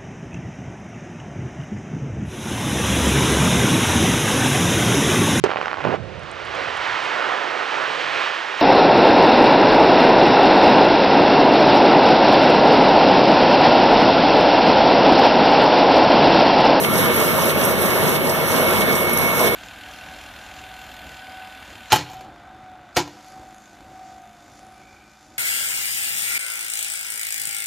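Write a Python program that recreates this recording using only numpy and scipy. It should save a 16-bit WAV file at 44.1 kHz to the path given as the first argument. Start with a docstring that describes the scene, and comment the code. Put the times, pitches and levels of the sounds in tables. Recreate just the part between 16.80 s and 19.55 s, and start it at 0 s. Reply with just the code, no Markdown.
"""In a workshop a paper converting machine runs: rollers and motors roar, suction air hisses, two gears whine.
Roar and hiss are shaped noise, hum and whine are drifting sines that beat, contacts are decaying noise bands.
The folding mechanism repeats a cycle of clacks and ticks, and the hiss breathes with it.
A phone hears it with two microphone ports and widens the stereo by subtracting each, delayed, from the other."""
import sys
import numpy as np
from scipy import signal
from scipy.fft import rfft, irfft, next_fast_len
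from scipy.io import wavfile
from scipy.ndimage import uniform_filter1d, map_coordinates

SR = 44100
rng = np.random.default_rng(int(sys.argv[2]) if len(sys.argv) > 2 else 0)


def dump_mix(stems):
    """Bounce the given channels to the path in sys.argv[1] as a 16-bit WAV at rate SR."""
    frames = np.atleast_2d(stems).T  # one column per channel
    limited = np.clip(frames, -1, 1)  # hard clip at full scale
    pcm = np.round(limited * 32767).astype(np.int16)
    wavfile.write(sys.argv[1], SR, pcm)


N = 121275

CYCLE_S = .6575  # period of the folding mechanism
# Swing of the hiss through one cycle: (time into the cycle [s], level [dB])
BREATH = [(0, 1), (.045, 3), (.075, -6), (.14, -2), (.19, -3), (.26, -3), (.29, -6), (.35, -3.5), (.42, 0),
          (.47, 0.5), (.54, -2.5), (.62, 1.5)]
# Slow level of the two broadband sources: (time [s], roar level [dB], hiss level [dB])
SLOW_LEVELS = [(0, -3, -0.5), (.2, 4, 4.5), (.45, 1.5, 2.5), (.7, 1, 0), (.9, 2, 5), (.96, 1.5, 2),
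               (1.1, 1.5, 1.5), (1.3, 2, 1), (1.42, -1, -0.5), (1.6, 1.5, 1.5), (1.8, 1.5, 1.5),
               (2.0, 2, 0), (2.25, 0.5, 2.5), (2.5, 0, -0.5), (2.62, 1.5, 2.5), (2.75, -1, 1.5)]


def amp(db):
    """Decibel law: an amplitude ratio is ten to the power dB / 20."""
    return 10 ** (np.asarray(db) / 20)


def along(points, hz):
    """Logarithmic frequency scale: columns of (frequency, ...) rows interpolated along it."""
    f, *columns = np.transpose(points)
    return np.array([np.interp(np.log(hz + 1), np.log(f + 1), c) for c in columns])


def curves(rows, period=None):
    """Envelope by linear interpolation: one value per sample for each column after the time."""
    knots_s, *columns = np.transpose(rows)
    return [np.interp(np.arange(N) / SR, knots_s, c, period=period) for c in columns]


def wobble(rate):
    """Slow random modulation: a smooth curve through `rate` Gaussian knots a second."""
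    knots = rng.standard_normal(int(N * rate / SR) + 4)
    return map_coordinates(knots, [np.arange(N) * rate / SR])


def filtered(pair, response):
    """Linear filtering: a frequency-dependent rule acts on the spectra of the rows."""
    size = next_fast_len(N + 8192)
    spectra = response(rfft(pair, size), np.fft.rfftfreq(size, 1 / SR))
    return irfft(spectra, size)[..., :N]


def rush(gain, patchy_db):
    """Turbulent noise: two independent rows share random patches of level, then take a spectral gain."""
    spectra = signal.stft(rng.standard_normal((2, N)), nperseg=512)[2]
    # smooth over 6 frequency bins, then over 10 time frames
    field = uniform_filter1d(rng.standard_normal(spectra.shape[1:]), 6, 0)
    field = uniform_filter1d(field, 10, 1)
    patches = amp(patchy_db * field / field.std())
    pair = signal.istft(spectra * patches, nperseg=512)[1][:, :N]
    # about 0 dB per Hz before the gain
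    return filtered(pair * np.sqrt(SR / 2), lambda z, hz: z * gain(hz))


def tone(hz, db, drift, start_s=0):
    """Phase modulation: a complex sine of rms level db, its phase wandering by about `drift` rad."""
    t = np.arange(N) / SR - start_s
    return np.sqrt(2) * amp(db) * np.exp(2j * np.pi * hz * t + 1j * drift * wobble(5.32))


def add_ring(out, start_s, hz, width_hz, db, t60):
    """Damped resonance: band-passed noise, independent in the two rows, decays 60 dB in t60 seconds."""
    attack_s = .003
    t = np.arange(int(.1 * SR)) / SR
    edges = np.clip([hz - width_hz / 2, hz + width_hz / 2], 100, SR / 2 - 100)
    band = signal.butter(2, edges, "band", fs=SR, output="sos")
    ring = signal.sosfilt(band, rng.standard_normal((2, len(t))))
    decay = amp(db - 60 * t / t60)
    onset = 1 - np.exp(-t / attack_s)
    out[:, round(start_s * SR):][:, :len(t)] += ring / ring.std() * decay * onset


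def roller_roar():
    """Source and resonator: the noise of rollers and motors drones through the modes of the casing."""
    # Spectrum before the casing and the level curves: (frequency [Hz], density [dB per Hz])
    roar_spectrum = [(20, -70), (35, -60), (60, -59), (100, -47), (150, -46.5), (210, -44), (300, -50.5),
                     (450, -51), (620, -53), (800, -61.5), (1200, -57), (1450, -59.5), (1650, -59.5),
                     (2150, -62.5), (2350, -61.5), (2550, -61.5), (2800, -64), (3300, -67), (4200, -69.5),
                     (6000, -84), (9000, -116)]
    # Casing resonances: (frequency [Hz], width [Hz], gain at the centre [dB])
    casing_modes = [(182, 21, 1), (360.4, 18, 5), (487, 46, 3.5), (633.6, 24, 4.5), (806, 37, 4.5),
                    (936, 112, 4), (1083, 13, 3.5), (1183, 27, 2.5), (1356, 23, 6), (1758, 47, 5),
                    (1860, 30, 4.5), (2230, 110, 6.5)]
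    # Rumble relative to the rest of the roar: (time [s], level [dB])
    rumble_levels = [(0, 5), (.1, -0.5), (.25, -1), (.42, 1), (.52, -2), (.63, 0.5), (.9, 0.5), (1.1, 1),
                     (1.3, -0.5), (1.5, 1), (1.8, 0), (2.1, 0), (2.3, 2), (2.5, -3), (2.75, 2)]
    rumble_low_hz, rumble_top_hz = 320, 700
    patchy_db, flutter_db = 1.3, .6
    breath_share = 0.34  # part of the cycle's swing, in dB, that the roar follows

    def casing(hz):
        resonance_db = sum(db / (1 + (2 * (hz - c) / w) ** 2) for c, w, db in casing_modes)
        return amp(along(roar_spectrum, hz)[0] + resonance_db)

    def rumble_band(z, hz):
        return z / (1 + (hz / rumble_top_hz) ** 10 + (rumble_low_hz / (hz + 1)) ** 10)

    breath_db, = curves(BREATH, period=CYCLE_S)
    slow_db, _ = curves(SLOW_LEVELS)
    rumble_db, = curves(rumble_levels)
    drone = rush(casing, patchy_db)
    rumble = filtered(drone, rumble_band)
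    level = amp(slow_db + breath_share * breath_db + flutter_db * wobble(20))
    return level * (drone + (amp(rumble_db) - 1) * rumble)


def suction_hiss():
    """Jet noise: suction air makes broadband noise whose level swings with the cycle, less at the top."""
    # Spectrum before the level curves: (frequency [Hz], density [dB per Hz])
    hiss_spectrum = [(1000, -83), (2500, -75), (4200, -99), (4800, -74.5), (6000, -70.5), (7200, -73.5),
                     (8800, -71.5), (10000, -68), (11300, -64.5), (12400, -66.5), (14000, -67)]
    patchy_db, flutter_db = 1.3, .6
    top_share, top_from_hz = .68, 9500  # the highest hiss follows this part of the swing in dB
    breath_db, = curves(BREATH, period=CYCLE_S)
    _, slow_db = curves(SLOW_LEVELS)
    air = rush(lambda hz: amp(along(hiss_spectrum, hz)[0]), patchy_db)
    top = filtered(air, lambda z, hz: z / (1 + (top_from_hz / (hz + 1)) ** 20))
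    breathing = amp(breath_db) * (air - top) + amp(top_share * breath_db) * top
    return amp(slow_db + flutter_db * wobble(26.22)) * breathing


def gear_whine():
    """Beating: two gears close in pitch alternately reinforce and oppose; sidebands flank the first."""
    # Levels before the waver: (time [s], first gear [dB rms], second gear [dB rms])
    whine_levels = [(0, -30.5, -31.5), (.25, -30, -32), (.5, -32, -33.5), (.75, -36, -33), (1, -34.5, -35),
                    (1.2, -31.5, -41), (1.5, -31, -43), (1.75, -30.5, -43), (1.9, -27, -43),
                    (2.1, -27, -44), (2.4, -25.5, -42), (2.6, -24.5, -41), (2.75, -25, -41)]
    # Steady sidebands of the first gear: (offset [Hz], level [dB rms])
    sidebands = [(-76.5, -45.5), (-49.3, -46), (49.2, -43.5)]
    whine_hz, beat_hz = 2211.3, 11.5
    dip_s = .1  # the gears oppose each other at this moment, apart from their drifts
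    waver_db = 2.2
    first_apart, second_apart, turn_rad = -1.0, -.45, .1  # unlike parts between the ports and their phase

    waver = waver_db * np.array([wobble(30), wobble(30)])
    first_db, second_db = curves(whine_levels) + waver
    first = tone(whine_hz, first_db, .12, dip_s)
    first = first + sum(tone(whine_hz + offset, db, .5, dip_s) for offset, db in sidebands)
    second = -tone(whine_hz + beat_hz, second_db, .2, dip_s)
    unlike = np.exp(1j * turn_rad) * (first_apart * first + second_apart * second)
    return np.array([first + second, unlike]).real


def folding_contacts():
    """Impact excitation: every cycle strikes the same resonances at the same points, varying in force."""
    # Contacts before the scatter, level before the onset and decay:
    # (time into the cycle [s], centre [Hz], width [Hz], level [dB], t60 [s])
    contacts = [(0.036, 2980, 2500, -13.5, 0.019), (.044, 2500, 1570, -11.5, 0.029),
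                (.155, 5500, 2500, -18, 0.022), (.178, 5600, 1200, -24.5, 0.058),
                (0.179, 8440, 1800, -19.5, 0.044), (.178, 11800, 4500, -19.5, .022),
                (.192, 10900, 3020, -21, 0.068), (0.358, 10900, 2400, -17, 0.05),
                (.400, 6200, 2000, -13, 0.014), (.400, 10800, 2500, -10, 0.015),
                (0.445, 5900, 4000, -23, 0.047), (0.578, 10600, 2500, -12, 0.015),
                (0.619, 6400, 3030, -18, 0.021)]
    scatter_db = 1.5
    out = np.zeros((2, N + SR))
    for cycle in range(int(N / SR / CYCLE_S) + 1):
        for time_s, hz, width_hz, db, t60 in contacts:
            add_ring(out, time_s + cycle * CYCLE_S, hz, width_hz, db + rng.normal(0, scatter_db), t60)
    return out[:, :N]


def stray_rings():
    """Narrow-band damped resonance: a few short high rings apart from the cycle's pattern."""
    # Level before the onset and decay: (time [s], level [dB])
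    chirps = [(.655, -10.5), (.849, -8), (1.29, -12), (2.371, -11), (2.384, -11), (2.605, -13)]
    out = np.zeros((2, N + SR))
    for time_s, db in chirps:
        add_ring(out, time_s, hz=11400, width_hz=600, db=db, t60=.03)
    return out[:, :N]


def fine_rattle():
    """Random impacts: many faint ticks at independent times, with exponentially spread dB levels."""
    ticks_per_s, floor_db, spread_db = 220, -36, 2.5
    out = np.zeros((2, N + SR))
    for when, pitch, force in rng.random((int(ticks_per_s * N / SR), 3)):
        db = floor_db - spread_db * np.log(1 - force)
        add_ring(out, when * N / SR, 3500 * 2.7 ** pitch, 2500, db, .012)
    return out[:, :N]


def motor_hum():
    """Tonal radiation: the motors sound low tones with slowly wandering level and phase."""
    # Motor tones before the level wander: (frequency [Hz], level [dB rms])
    motor_tones = [(49.3, -35.5), (89.6, -32), (148.2, -31), (543, -38.5)]
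    hum = sum(tone(hz, db + 1.0 * wobble(6.0), drift=.95) for hz, db in motor_tones)
    return np.array([hum, 0.11 * hum]).real  # parts like and unlike between the ports


def ports(pair):
    """Spatial coherence: long waves reach both ports alike; the right port faces the hiss."""
    # Relation of the ports: (frequency [Hz], likeness [-1 to 1], phase [rad], left over right [dB])
    port_relation = [(40, .995, -.03, 1.2), (100, .99, .12, 2.2), (200, .96, -.05, 2), (450, .87, 0, 2.2),
                     (650, .75, -.1, 1.5), (900, .5, -.1, .5), (1250, 0, 0, 0), (1700, -.35, 0, 0),
                     (2050, -.3, 0, 0), (2180, .15, 0, 0), (2330, .5, 0, 0), (2550, .45, 0, 0),
                     (3000, .2, 0, 0), (3600, 0, 0, 0), (4200, -.15, 0, 0), (5000, 0, 0, 0),
                     (7000, 0, 0, 0), (9000, 0, 0, -4), (11000, 0, 0, -6), (14000, 0, 0, -7)]

    def mix(z, hz):
        likeness, phase, tilt_db = along(port_relation, hz)
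        # for two independent rows of equal power the correlation is cos(2 * angle)
        angle = np.arccos(np.clip(likeness, -1, 1)) / 2
        like, unlike = np.cos(angle) * z[0], np.sin(angle) * z[1]
        left = (like + unlike) * amp(tilt_db / 2) * np.exp(.5j * phase)
        right = (like - unlike) * amp(-tilt_db / 2) * np.exp(-.5j * phase)
        return np.array([left, right])
    return filtered(pair, mix)


def scene():
    """Superposition: the sources add as pressures before the two ports."""
    broadband = roller_roar() + suction_hiss()
    mechanism = folding_contacts() + stray_rings() + fine_rattle()
    return ports(broadband + mechanism + gear_whine() + motor_hum())


def record(dry):
    """Delay-and-subtract directivity: each side loses a delayed share of the other, below a band limit."""
    # (frequency [Hz], share of the other port taken off [ratio], its phase lead [rad], left over right [dB])
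    cross = [(100, .9, 0, 0), (1150, .78, 0, -1), (2200, .75, 0, -1.6), (2320, .94, -.05, -1),
             (2420, .82, 0, -1.2), (2600, .8, 0, -1.4), (3500, .88, 0, -1.2), (4700, .97, -.08, -.6),
             (5300, .85, .1, -1), (6000, .64, .45, -1.4), (6600, .6, .2, -1.6), (7100, .52, .1, -1.8),
             (9000, .29, .65, -.6), (14000, .2, .65, -.6)]
    delay_s, top_hz = 1 / 2345, 14280

    def widen(z, hz):
        share, lead, tilt_db = along(cross, hz)
        other = share * np.exp(1j * lead - 2j * np.pi * hz * delay_s) * z[::-1]
        return (z - other) * amp([tilt_db / 2, -tilt_db / 2]) * (hz < top_hz)
    return filtered(dry, widen)


dry = scene()
out = record(dry)
dump_mix(out)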